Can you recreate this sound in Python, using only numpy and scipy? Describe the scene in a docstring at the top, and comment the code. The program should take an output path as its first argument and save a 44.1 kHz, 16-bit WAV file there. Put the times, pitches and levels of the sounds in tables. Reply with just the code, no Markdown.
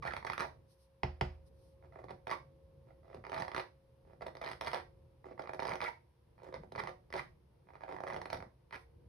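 """A quiet kitchen rumbles and hisses; a faint steady tone, a sine and its octave, fades after about five seconds.
From the start a metal spoon is pushed again and again into a plastic tub of packed cornstarch, which yields
by stick and slip: even slips fuse into gliding squeaks, lone ones chirp and crack, crowds crunch over a rub of grains.
Now and then loose powder trickles as high hiss; early on, two knocks ring spoon and tub, crush powder and thump.
Later pushes also flex the tub wall, heard as swells of dull noise; the kitchen answers with reflections and a tail."""
import sys
import numpy as np
from scipy import signal
from scipy.fft import rfft, irfft, next_fast_len
from scipy.io import wavfile
from scipy.ndimage import uniform_filter1d

SR = 44100
rng = np.random.default_rng(int(sys.argv[2]) if len(sys.argv) > 2 else 0)


def master_out(mix):
    """Clip the mix to full scale and print it as 16-bit PCM to the path in sys.argv[1]."""
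    frames = np.transpose(np.atleast_2d(mix))
    ceiling = np.clip(frames, -1, 1)
    pcm = np.round(ceiling * 32767).astype(np.int16)
    wavfile.write(sys.argv[1], SR, pcm)


N = 400428
TIME = np.arange(N) / SR   # [s]

# lone slips that stand out of the crunching:
# (time of letting go [s], chirp level [dB], crack level [dB], pitch [Hz])
SLIPS = [(0.0398, -35.5, -61, 1280), (0.0508, -31.5, -54.5, 870), (0.0728, -30, -47, 900),
         (0.135, -28.5, -49, 1160), (0.165, -28.5, -46, 1350), (0.2262, -37.5, -67, 1030),
         (0.248, -29, -50.5, 800), (0.266, -36, -47, 1830), (0.2988, -23, -45.5, 1090),
         (0.32, -36, -53, 1290), (0.3319, -27, -43.5, 1840.0), (0.378, -26.5, -42, 1330),
         (0.3938, -32, -46, 900), (0.3983, -27, -43, 1450), (0.4046, -23, -39.5, 1210),
         (1.9584, -41.5, -82, 646), (1.9901, -43, -76, 594), (2.041, -40.5, -66, 540.0),
         (2.1065, -37.5, -54.5, 664), (2.2696, -30.5, -53, 900), (2.2784, -39, -53, 617),
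         (2.2946, -31.5, -57, 820), (2.3019, -34, -50.5, 1090), (2.3117, -24.5, -44.5, 1100.0),
         (3.145, -37.5, -57.5, 524), (3.2498, -36.5, -64, 1010), (3.2658, -35.5, -59, 940),
         (3.2959, -36.5, -55, 714), (3.318, -31.5, -52, 820), (3.329, -31, -58, 880),
         (3.3367, -32.5, -55, 785), (3.3433, -30, -47, 1000.0), (3.363, -30, -57, 1060),
         (3.3779, -29.5, -52, 910), (3.3825, -33.5, -52, 850), (3.3986, -31.5, -48, 740),
         (3.4043, -34.5, -49.5, 870), (3.4208, -25.5, -46.5, 1110.0), (3.4485, -41, -56, 715),
         (3.4798, -31.5, -54.5, 876), (3.5159, -33.5, -58, 1000), (3.535, -40, -65, 850),
         (3.546, -26, -45, 1060.0), (3.563, -27.5, -44, 1000.0), (3.571, -33, -51, 1270),
         (3.5783, -27.5, -46.5, 870), (3.5855, -31.5, -59, 880), (3.5997, -33.5, -51, 1170),
         (4.219, -37.5, -57.5, 570.0), (4.2654, -32.5, -49.5, 710), (4.3514, -39, -59.5, 780),
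         (4.3687, -41, -58, 910), (4.4142, -33.5, -51.5, 750), (4.4387, -34, -55, 860),
         (4.4445, -37, -53, 1060), (4.461, -35, -50, 730), (4.4755, -33, -52, 1200),
         (4.488, -34, -51, 1030), (4.4986, -41, -54, 960), (4.5138, -31.5, -45.5, 1100),
         (4.521, -43, -55, 970), (4.5314, -36.5, -54, 1140), (4.6103, -29, -39.5, 905),
         (4.619, -35, -60, 830), (4.6364, -37.5, -54, 905), (4.646, -34, -48, 830), (4.6631, -37, -47, 980),
         (4.671, -30.5, -43.5, 1120), (4.6797, -28, -43, 1290), (4.715, -35, -50, 1150),
         (4.7316, -25.5, -44.5, 850), (4.7388, -27.5, -49, 980), (4.7441, -26.5, -42, 940),
         (5.394, -29.5, -58, 636), (5.4197, -43.5, -58, 880), (5.473, -37, -62, 880),
         (5.4928, -30.5, -57.5, 765), (5.5338, -31, -52, 810), (5.5454, -36.5, -54.5, 590),
         (5.5926, -25, -55, 907), (5.6002, -36, -49, 920), (5.622, -28.5, -55, 770),
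         (5.6294, -31, -50, 780), (5.6397, -40, -64, 650), (5.652, -27.5, -47, 860),
         (5.669, -32.5, -47.5, 980), (5.6772, -39, -47, 720), (5.6848, -26, -62, 800),
         (5.692, -32, -46, 820), (5.705, -32.5, -52, 880), (5.7121, -31.5, -55, 900),
         (5.718, -25, -51, 1270), (5.731, -34.5, -58, 1010), (5.7352, -33.5, -52, 890),
         (5.7427, -32.5, -58.5, 670), (5.7548, -30.5, -49, 870), (5.8037, -27.5, -51, 1450),
         (5.8143, -28.5, -46, 1500), (5.8205, -29, -58, 1090), (5.8263, -38, -49.5, 950),
         (5.8302, -30.5, -60, 840), (5.836, -33, -55, 700), (5.8402, -31.5, -45, 1160),
         (6.4891, -42.5, -82, 470.0), (6.5258, -39.5, -65, 613), (6.5411, -32.5, -53, 710),
         (6.635, -42.5, -73, 506), (6.721, -41, -57, 590), (6.7508, -33, -61, 1090.0),
         (6.7588, -33, -53, 740), (6.7786, -31.5, -59, 846), (6.836, -33.5, -54, 700.0),
         (6.872, -30.5, -50.5, 920), (6.8811, -39.5, -58, 880), (6.8914, -36.5, -58, 750),
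         (7.1026, -46.5, -64, 850), (7.1253, -32.5, -50, 1510.0), (7.138, -27.5, -45.5, 860),
         (7.155, -28.5, -53, 820), (7.1637, -34, -47, 580.0), (7.8353, -34.5, -65, 697),
         (7.8807, -39.5, -71, 720), (7.892, -35.5, -71, 570), (7.923, -39, -60, 1000),
         (7.9638, -34, -60, 950), (7.9848, -37, -69, 705), (8.0036, -32.5, -58, 644),
         (8.0362, -30, -55, 700), (8.0681, -33, -57, 700), (8.0751, -35.5, -56, 1230),
         (8.0828, -35, -54, 740), (8.1007, -32, -53, 900), (8.1079, -35, -61, 990), (8.1245, -33, -61, 870),
         (8.133, -36.5, -51, 600), (8.143, -31.5, -55, 740), (8.1627, -30.5, -52.5, 630),
         (8.1702, -37, -57, 550), (8.2153, -31.5, -49, 880), (8.2558, -33, -50.5, 920),
         (8.301, -33.5, -47.5, 930), (8.329, -26, -42.5, 770), (8.3444, -34, -55, 910),
         (8.3716, -43, -57, 670), (8.4031, -38.5, -63.5, 830), (8.4244, -36, -60, 800),
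         (8.708, -44, -65, 1300), (8.726, -33, -58.5, 1250)]
# pushes of the spoon, each a run of small slips:
# (start [s], end [s], level [dB], swell from start to end [dB], pitch [Hz])
PUSHES = [(0.059, 0.087, -46.5, -6, 930), (0.174, 0.183, -41.5, -4, 1180), (0.269, 0.283, -39, -10, 1180),
          (0.401, 0.427, -38, 5, 1080), (.43, 0.461, -44.5, 10, 1110), (1.827, 1.87, -59.5, 7, 546),
          (1.925, 2.059, -60, 2, 739), (2.086, 2.125, -48.5, -2, 826), (2.31, 2.357, -43, -5, 1180),
          (2.874, 2.923, -62.5, 1, 640), (3.034, 3.185, -56, 15, 684), (3.241, 3.294, -52, -10, 720),
          (3.343, 3.438, -43.5, 1, 952), (3.585, 3.613, -40, 0, 1120), (4.053, 4.145, -62, 6, 620),
          (4.211, 4.24, -44, 5, 670), (4.264, 4.294, -47, 6, 750), (4.421, 4.525, -46.5, -2, 957),
          (4.613, 4.685, -45.5, 27, 1053), (4.737, 4.751, -37, -8, 810), (4.755, 4.81, -42, -15, 1160),
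          (5.245, 5.339, -51, 4, 543), (5.38, 5.464, -48.5, -3, 715), (5.627, 5.751, -48, 6, 891),
          (5.823, 5.854, -41.5, -4, 960), (6.381, 6.5, -53.5, 12, 676), (6.545, 6.578, -49, 10, 965),
          (6.784, 6.808, -36, 7, 1210), (6.809, 6.904, -50, 20, 840), (7.144, 7.174, -39.5, 5, 660),
          (7.176, 7.199, -38.5, 0, 1530), (7.672, 7.715, -57.5, 8, 670), (7.737, 7.771, -52, 8, 760),
          (7.809, 7.876, -53.5, -4, 850), (7.881, 7.956, -45.5, -3, 725), (8.081, 8.199, -50, -5, 844),
          (8.326, 8.41, -51, -25, 686), (8.726, 8.763, -44, -0.5, 1420)]
# how strongly the tub radiates a slip: (frequency [Hz], gain [dB])
RADIATION = [(60, -33.5), (140, 6.5), (285, -5), (345, 4.5), (430, 1.5), (540, 3.5), (720, -2), (950, 1),
             (1300, -4.5), (1700, -6.5), (2050, -3.5), (2450, -10.5), (2900, -33.5), (3600, -23.5),
             (6000, -59.5)]
# spectrum of parting grains: (frequency [Hz], gain [dB])
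CRACK = [(1200, -11), (2400, -1.5), (3300, 1.5), (4200, 2), (5300, -1), (6300, -9.5), (7000, -32.5),
         (7800, -23.5), (8800, -10.5), (11000, -13.5), (12500, -21), (15000, -28)]

GRAIN_SIZE, GRAIN_LEAD = 512, 160   # samples in one slip, and samples ahead of its peak
SLIP_RISE_S = .002   # from letting go to the peak
USUAL_PUSH_DB = -41   # push level to which the slip rate, cracks and rubbing are referred


def from_db(db):
    """Decibels to amplitude ratio: 20 dB per factor of ten."""
    return 10 ** (np.asarray(db) / 20)


def rms_one(x):
    """Normalisation to unit mean power."""
    return x / np.sqrt(np.mean(x ** 2) + 1e-20)


def at_hz(points, hz):
    """Linear interpolation of a table on a log-frequency axis."""
    known, values = np.transpose(points)
    return np.interp(np.log(np.maximum(hz, 1)), np.log(known), values)


def coloured(x, spectrum):
    """Linear filtering: each frequency component is weighted by a table of gains."""
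    size = next_fast_len(x.shape[-1])
    gain = from_db(at_hz(spectrum, np.fft.rfftfreq(size, 1 / SR)))
    return irfft(rfft(x, size) * gain, size)[..., :x.shape[-1]]


def add(track, sound, s):
    """Superposition: mix a sound into a track from a given time on."""
    at = max(round(s * SR), 0)
    room = track[..., at:at + sound.shape[-1]]
    room += sound[..., :room.shape[-1]]


def ring(force, hz, t60):
    """Damped resonance: a unit click sets an exponentially decaying sine of height 1 ringing."""
    r, w = from_db(-60 / (t60 * SR)), 2 * np.pi * hz / SR
    return signal.lfilter([0, np.sin(w)], [1, -2 * r * np.cos(w), r * r], force + 1e-18)


def swells(rows):
    """Gaussian envelopes: a level rises and falls smoothly around each (centre s, length s, dB)."""
    return sum(from_db(db) * np.exp(-(2 * (TIME - s) / length) ** 2) for s, length, db in rows)


def ambience(ambience_db=-63, tone_hz=538.3, tone_overtone_db=-25):
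    """Partial coherence: noise most alike at both ports in the lows, plus a faint harmonic tone."""
    # spectrum of rumble and hiss: (frequency [Hz], relative density [dB per Hz])
    noise_spectrum = [(18, -37.5), (30, -20), (48, -9), (70, 0.5), (95, -9), (130, -3.5), (200, -19),
                      (300, -24.5), (355, -15.5), (405, -26), (470, -16.5), (600, -29), (800, -32.5),
                      (930, -28.5), (1100, -35.5), (1400, -40.5), (5400, -49.5), (7400, -63), (9500, -50),
                      (12500, -54), (14500, -60)]
    # left-right likeness of the noise: (frequency [Hz], coherence [0 to 1])
    likeness = [(100, 0.99), (250, 0.37), (600, 0.11), (2000, 0.16), (9000, 0.086)]
    # gain of the low rumble: (time [s], gain [dB])
    rumble_gain = [(0, 9), (.6, 2.5), (.75, -7.5), (.98, -6.5), (1.45, 1), (2.9, 1), (3.6, 0.5),
                   (3.73, -5.5), (4.1, 1.5), (4.9, 3), (5.2, -1.5), (6.05, -3), (6.15, -7.5), (6.4, 0),
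                   (6.9, -3.5), (7.25, 2.5), (7.45, -3.5), (7.6, -1.5), (8.5, -5), (9.08, 3.5)]
    # faint steady tone: (time [s], rms level of the fundamental [dB])
    tone_level = [(0, -75), (.7, -75), (1.3, -72), (1.8, -68.5), (2.6, -68.5), (3.8, -73), (5.1, -73),
                  (6.0, -94), (9.08, -100)]
    mid, side = coloured(rng.standard_normal((2, N)), noise_spectrum)
    # the share of opposed signal sets the coherence
    apart = [(hz, 10 * np.log10(np.clip((1 - c) / (1 + c), .001, 1))) for hz, c in likeness]
    noise = rms_one(mid + coloured(side, apart) * [[1], [-1]])
    rumble = coloured(noise, [(500, 0), (2000, -30)])
    hiss = noise - rumble
    phase = 2 * np.pi * tone_hz * TIME
    harmonics = np.sin(phase) + from_db(tone_overtone_db) * np.sin(2 * phase)
    tone = from_db(np.interp(TIME, *np.transpose(tone_level))) * np.sqrt(2) * harmonics
    rumble = rumble * from_db(np.interp(TIME, *np.transpose(rumble_gain)))
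    return from_db(ambience_db) * (hiss + rumble) + tone


def squeaks(jitter=0.049, flutter=0.28, overtone_db=-7.0, level_db=0.0, grit_db=-16.5, edge=0.19):
    """Periodic stick-slip: locked slips make a gliding, gritty harmonic tone with uneven cycles."""
    # squeaks whose pitch follows an arch:
    # (start [s], length [s], level [dB], slip rate at start, middle and end [slips per s])
    squeak_rows = [(.0235, .013, -40.5, 1180, 1120, 920), (.057, .006, -41, 1050, 1100, 1150),
                   (.0615, .011, -39, 1250, 1600, 1250), (.0745, .009, -39.5, 1350, 1900, 1650),
                   (.084, .009, -44, 1000, 800, 650), (.1065, .009, -41, 1750, 1600, 1300),
                   (.1205, .006, -42, 1150, 1300, 1250), (.269, .009, -40, 2100, 1700, 1400),
                   (.419, .014, -36.5, 900, 900, 1000), (.436, .011, -41, 1000, 850, 650),
                   (2.3185, .012, -36, 1150, 1120, 1050), (2.331, .008, -39.5, 1200, 1080, 850),
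                   (4.467, .009, -44.5, 1700, 1900, 1750), (5.843, .015, -40, 1150, 1400, 1750),
                   (5.857, .017, -41, 1900, 2170, 1780), (5.8785, .014, -38, 880, 950, 850),
                   (6.786, .02, -42, 1250, 1150, 1000), (7.194, .011, -43, 950, 1120, 1250)]
    out = np.zeros((2, N))   # rows are tone and grit
    for start, length, db, *rates in squeak_rows:
        progress = np.linspace(0, 1, max(int(length * SR), 64))
        waver, grip, grit = rng.standard_normal((3, SR // 4))[:, :len(progress)]
        # a parabola in log frequency through the three rates
        arch = np.exp(np.polyval(np.polyfit([0, .5, 1], np.log(rates), 2), progress))
        hz = arch * (1 + jitter * rms_one(uniform_filter1d(waver, size=40)))
        phase = 2 * np.pi * np.cumsum(hz) / SR
        tone = 0
        for k in range(1, 5):
            gain_db = overtone_db * np.log2(k) + at_hz(RADIATION, k * hz)
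            tone = tone + from_db(gain_db) * np.sin(k * phase)
        smooth_grip = uniform_filter1d(uniform_filter1d(grip, size=40), size=24)
        tone = tone * np.exp(flutter * rms_one(smooth_grip))
        # edge is the share of a squeak spent in attack and release
        level = from_db(db + level_db) * signal.windows.tukey(len(progress), edge)
        pulsed_grit = from_db(grit_db) * grit * (1 + np.cos(phase))
        add(out, level * np.array([rms_one(tone), pulsed_grit]), start)
    return out


def tub(force):
    """Modal superposition: the filled tub answers a force as a sum of damped modes."""
    # modes of the filled tub: (frequency [Hz], gain [dB], t60 [s])
    tub_modes = [(53.16, -13.5, 0.42), (75.8, -10.5, .55), (114, -12.5, 0.22), (138, -8, 0.22),
                 (184.7, -13, 0.2), (240, -17.5, 0.19), (347, -20, 0.08), (361, -13, 0.3),
                 (428, -13.5, .12), (470, -20, 0.1), (529.8, -25.5, 0.35), (635.5, -20.5, 0.33),
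                 (690, -31.5, 0.073), (739, -18, 0.35), (840, -29, 0.18), (914, -28.5, 0.35),
                 (1015, -27, 0.16), (1190, -22.5, .14), (1570, -19.5, 0.2), (1820, -35, 0.03),
                 (2073, -8.5, .05), (2262, -16.5, 0.045), (3140, -16.5, 0.12)]
    return sum((-1) ** k * from_db(db) * ring(force, hz, t60) for k, (hz, db, t60) in enumerate(tub_modes))


def chirps(pitch_hz, octaves_below=0.92, octaves_above=1.07, travel_s=0.00245, travel_spread_db=2.0,
           stutter_spread=0.21, stutter_depth=0.39, travel_hz=803, travel_slope=0.6):
    """Dispersion: bending waves carry highs faster than lows, so each slip's pulse of height 1 falls in pitch."""
    hz = np.fft.rfftfreq(GRAIN_SIZE, 1 / SR) + 1
    centre = np.asarray(pitch_hz)[:, None]
    chance = rng.standard_normal((len(centre), 4))
    # the powder catches again for a cycle before and after the main slip, which gives it a note
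    note = centre * np.exp(stutter_spread * chance[:, :1])
    depth = np.clip(stutter_depth + .25 * chance[:, 1:2], 0, 1)
    stutter = 1 + depth * np.cos(2 * np.pi * hz / note)
    octaves = np.where(hz < centre, octaves_below, octaves_above)
    bell = np.exp(-.5 * (np.log2(hz / centre) / octaves) ** 2)
    size = bell * from_db(at_hz(RADIATION, hz)) * stutter
    # low-pitched slips start deeper and travel longer; travel is the time taken by a 1 kHz wave
    travel = travel_s * (travel_hz / centre) ** travel_slope * from_db(travel_spread_db * chance[:, 2:3])
    # delay falls as 1 / sqrt(frequency), set so that the centre arrives at GRAIN_LEAD
    cycles = 2 * travel * np.sqrt(1000 * hz) - hz * travel * np.sqrt(1000 / centre) + hz * GRAIN_LEAD / SR
    pulses = irfft(size * np.exp(1j * (chance[:, 3:] - 2 * np.pi * cycles)))
    return pulses / np.abs(pulses).max(axis=1, keepdims=True)


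def cracks(count, decay_s=0.0015, ahead_s=0.00069, rise_s=.0006):
    """Impulsive fracture: grains part in a spit of noise just ahead of each chirp."""
    age = (np.arange(GRAIN_SIZE) - GRAIN_LEAD) / SR + ahead_s
    return rng.standard_normal((count, GRAIN_SIZE)) * np.exp(-np.maximum(age / decay_s, -age / rise_s))


def single_slips(body_db=1.5, crack_db=9.0):
    """Stress release: each large slip sounds once at its own pitch; rows are chirps and cracks."""
    out = np.zeros((2, N))
    times, peaks, sharp, pitches = np.transpose(SLIPS)
    pulses = zip(times, peaks, sharp, chirps(pitches), cracks(len(times)))
    for s, db, sharp_db, chirp, crack in pulses:
        slip = np.array([from_db(db + body_db) * chirp, from_db(sharp_db + crack_db) * crack])
        add(out, slip, s + SLIP_RISE_S - GRAIN_LEAD / SR)
    return out


def crunches(uneven=.4, spread_db=1.5, body_db=-3.5, pitch_spread=0.23):
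    """Irregular stick-slip: stress lets go at uneven intervals; a longer stick ends in a larger slip."""
    # slip rate of the usual push; a lighter push slips less often
    slips_per_s, push_db_per_doubling = 145, 29.5
    # doublings of the slip rate for each octave that a push is higher
    usual_pitch_hz, hurry = 854.6, 1.5
    # cracks gain crack_growth dB for each dB of the push; soft, low-pitched powder cracks less
    usual_crack_db, crack_growth, crack_hz, crack_db_per_octave = -57, 1.09, 1057, 11
    out = np.zeros((2, N))   # rows are chirps and cracks
    for start, end, db, swell_db, pitch in PUSHES:
        length = abs(end - start)
        effort = 2 ** ((db - USUAL_PUSH_DB) / push_db_per_doubling)
        rate = slips_per_s * effort * (pitch / usual_pitch_hz) ** hurry
        chance = np.clip(rng.standard_normal((128, 3)), -1.7, 1.7)[:max(int(length * rate), 3)]
        stick = np.exp(uneven * chance[:, 0])
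        progress = (np.cumsum(stick) - stick[0]) / stick.sum()
        times = progress * length
        sizes = np.sqrt(stick) * from_db(swell_db * progress + spread_db * chance[:, 1])
        # a large slip has already released the stress around it
        nearest = np.abs(start + times[:, None] - np.transpose(SLIPS)[0] - SLIP_RISE_S).min(axis=1)
        sizes = sizes * np.clip(nearest / .004, .3, 1)
        crowd = np.zeros((2, int(length * SR) + GRAIN_SIZE))
        pitches = pitch * np.exp(pitch_spread * chance[:, 2])
        for s, size, chirp, crack in zip(times, sizes, chirps(pitches), cracks(len(times))):
            add(crowd, np.array([size * chirp, size ** crack_growth * crack]), s)
        power = np.sum(crowd ** 2, axis=1, keepdims=True) / (length * SR + 1)
        crack_db = usual_crack_db + crack_growth * (db - USUAL_PUSH_DB)
        crack_db = crack_db + crack_db_per_octave * np.log2(pitch / crack_hz)
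        levels = from_db([[db + body_db], [crack_db]])
        add(out, crowd / np.sqrt(power) * levels, start - GRAIN_LEAD / SR)
    return out


def rubbing(grains_per_s=2500, spread_db=0.5, edge=0.25):
    """Granular creep: between slips a dense random run of tiny grain impulses follows the push."""
    # fine grains shearing under the bowl of the spoon: (frequency [Hz], gain [dB])
    rub_spectrum = [(200, -11), (400, 13), (1000, 10), (2200, 1.5), (3000, -10.5), (5200, -11),
                    (6300, -25.5), (7200, -53), (9000, -26.5), (13000, -44)]
    rub_db, rub_follows = -55.5, 1   # level at the usual push; dB gained for each dB of the push
    level = np.zeros(N)
    for start, end, db, swell_db, _ in PUSHES:
        progress = np.linspace(-.5, .5, max(int((end - start) * SR), 64))
        push_db = db - USUAL_PUSH_DB + swell_db * progress
        window = signal.windows.tukey(len(progress), edge)
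        add(level, from_db(rub_db + rub_follows * push_db) * window, start)
    sizes = from_db(spread_db * np.minimum(rng.exponential(1, N), 4)) * rng.choice([-1, 1], N)
    grains = sizes * (rng.random(N) < grains_per_s / SR)
    return level * rms_one(coloured(grains, rub_spectrum))


def trickles(high_pass_hz=9000):
    """Dense small impacts approach noise: sliding powder is a soft swell of fine hiss."""
    # loose powder sliding off the spoon: (centre [s], length [s], peak rms level [dB])
    trickle_rows = [(0.719, 0.063, -75), (0.823, 0.087, -77), (1.475, 0.032, -77), (1.647, 0.18, -80),
                    (8.805, 0.083, -78.5)]
    high_pass = signal.butter(2, high_pass_hz, "high", fs=SR, output="sos")
    hiss = signal.sosfilt(high_pass, coloured(rng.standard_normal((2, N)), CRACK))
    return swells(trickle_rows) * rms_one(hiss)


def knocks(clack_db=0.0, crush_db=-9.5, crush_s=0.0052, sift_db=-11, sift_s=0.04,
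           thump_db=-8, thump_hz=1300, settle_hz=52, fall_s=0.004, thump_s=.032, spoon_t60_s=.01):
    """Impact: spoon modes clack, powder is crushed, and dispersed bending waves thump downward in pitch."""
    # the spoon knocks the tub: (time [s], strength [dB])
    knock_rows = [(1.0332, -27), (1.2111, -25)]
    # modes of the spoon, damped by powder and hand: (frequency [Hz], gain [dB])
    spoon_modes = [(700, 7.5), (890, 10.5), (1150, 1.5), (1950, 2), (2600, -9), (3050, -13), (5230, -18)]
    # spectrum of powder crushed by a knock: (frequency [Hz], gain [dB])
    crush_spectrum = [(250, -6), (900, 11), (1500, 6), (2700, -3), (3800, -10.5), (5200, -6.5),
                      (6200, -21.5), (7300, -51), (9000, -30), (13000, -45.5)]
    blow = np.zeros(N)
    for s, db in knock_rows:
        add(blow, from_db([db]), s)
    clack = 0
    for k, (hz, db) in enumerate(spoon_modes):
        clack = clack + (-1) ** k * from_db(db) * ring(blow, hz, spoon_t60_s)
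    t = np.arange(SR // 4) / SR
    # a short crush, then the loosened powder sifts down
    yielding = np.exp(-t / crush_s) + from_db(sift_db) * np.exp(-t / sift_s)
    powder = rms_one(coloured(rng.standard_normal(N), crush_spectrum))
    crush = powder * signal.fftconvolve(blow, yielding)[:N]
    hz = settle_hz + thump_hz / (1 + t / fall_s) ** 2
    thump = np.sin(2 * np.pi * np.cumsum(hz) / SR) * (1 - np.exp(-t / 0.0012)) * np.exp(-t / thump_s)
    thump = signal.fftconvolve(blow, thump)[:N]
    return from_db(clack_db) * clack, from_db(crush_db) * crush, from_db(thump_db) * thump, blow


def flexes(level_db=0.0):
    """Slow wall bending radiates lows: the plastic under the hand gives swells of dull noise."""
    # the tub flexes as the hand bears down or lets go: (centre [s], length [s], peak rms level [dB])
    flex_rows = [(2.12, 0.1, -59), (3.19, 0.069, -56.5), (3.42, 0.09, -53.5), (3.58, 0.055, -55.5),
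                 (4.25, 0.13, -59.5), (5.72, 0.095, -53), (6.59, 0.079, -53), (6.8, 0.23, -55),
                 (8.15, 0.22, -60), (8.39, 0.17, -53.5)]
    # spectrum of the flexing wall: (frequency [Hz], gain [dB])
    flex_spectrum = [(35, -5), (70, 7), (150, 7.5), (250, 1), (400, -27), (900, -67)]
    rumble = rms_one(coloured(rng.standard_normal(N), flex_spectrum))
    return from_db(level_db) * swells(flex_rows) * rumble


def two_ports(x):
    """All-pass delay: the left port faces away, so some mid bands go round the case and reach it later."""
    # bands that arrive late at the left port: (frequency [Hz], relative width [ratio])
    port_turns = [(820, 0.38), (1400, 0.1)]
    left = x
    for hz, width in port_turns:
        w = 2 * np.pi * hz
        all_pass = signal.bilinear([1, -width * w, w * w], [1, width * w, w * w], SR)
        left = signal.lfilter(*all_pass, left)
    return np.array([left, x])


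def kitchen(x, early_db=-6.5, early_s=0.0049, tail_db=-3.5, gap_s=0.0001, spoon_move_s=.12):
    """Reverberation: early reflections off tub and counter change as the spoon moves; a tail decays by band."""
    # reverberation time of the kitchen: (frequency [Hz], t60 [s])
    kitchen_t60 = [(100, 0.66), (400, 0.25), (1400, 0.22), (4000, 0.26), (12000, 0.27)]
    t = np.arange(SR // 2) / SR
    edges = np.geomspace(50, 16000, 10)   # [Hz]
    white, tail = rng.standard_normal((2, 2, len(t))), 0
    for k, (low, high) in enumerate(zip(edges, edges[1:])):
        band_pass = signal.butter(2, [low, high], "band", fs=SR, output="sos")
        band = signal.sosfilt(band_pass, white[k % 2])
        tail = tail + band * from_db(-60 * t / at_hz(kitchen_t60, np.sqrt(low * high)))
    onset = 1 - np.exp(-(t / gap_s) ** 2)
    tail = from_db(tail_db) * rms_one(tail * onset) / np.sqrt(len(t))
    out = signal.fftconvolve(x, tail, axes=-1)[:, :N]
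    fade = (onset * np.exp(-t / early_s))[:SR // 10]
    step = int(spoon_move_s * SR)
    # a new reflection pattern at each step, crossfaded with its neighbours
    for at in range(0, N + step, step):
        near = np.arange(max(at - step, 0), min(at + step, N))
        early = rms_one(rng.standard_normal((2, len(fade))) * fade) / np.sqrt(len(fade))
        early = from_db(early_db) * early
        segment = x[:, near] * (1 - np.abs(near - at) / step)
        add(out, signal.fftconvolve(segment, early, axes=-1), near[0] / SR)
    return out


def shadowed(pair):
    """Acoustic shadow: the case shades the left port; the right one lies slightly farther off."""
    # what the left port hears against the right: (frequency [Hz], gain [dB])
    left_port = [(110, -2), (200, -0.5), (350, -4), (550, 0), (950, -10), (1500, -10), (2200, 1.5),
                 (3500, -0.5), (4500, 0.5), (6000, -2)]
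    return np.array([coloured(pair[0], left_port), np.roll(pair[1], 1)])


def scene(tub_drive_db=-36.0, thud_db=-12.5, thud_low_hz=70, thud_high_hz=340.2, contact_hz=800,
          clack_room_db=-6, crush_room_db=-3, thump_room_db=-13):
    """Source, resonator and room: slips and knocks sound through the tub into the kitchen."""
    body, crack = single_slips() + crunches() + squeaks()
    crack = coloured(crack, CRACK) + rubbing()
    clack, crush, thump, blow = knocks()
    # each slip lets the spoon sink a little, which pushes on the tub
    thud_band = signal.butter(2, [thud_low_hz, thud_high_hz], "band", fs=SR, output="sos")
    thud = from_db(thud_db) * signal.sosfilt(thud_band, np.abs(body))
    # the powder cushions a blow, so it reaches mainly the low modes
    blow = signal.sosfilt(signal.butter(2, contact_hz, fs=SR, output="sos"), blow)
    ringing = tub(blow + from_db(tub_drive_db) * (body + crack))
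    direct = two_ports(body + ringing + thud + thump + clack + crush) + crack
    knock_to_room = from_db(clack_room_db) * clack + from_db(crush_room_db) * crush
    knock_to_room = knock_to_room + from_db(thump_room_db) * thump
    echo = kitchen((body + crack + knock_to_room)[None])
    return shadowed(direct + echo) + flexes() + trickles() + ambience()


def record(dry):
    """Low-pass filtering: everything above 14.5 kHz is at least 60 dB down."""
    return signal.sosfilt(signal.cheby2(12, 60, 14500, fs=SR, output="sos"), dry)


dry = scene()
out = record(dry)
master_out(out)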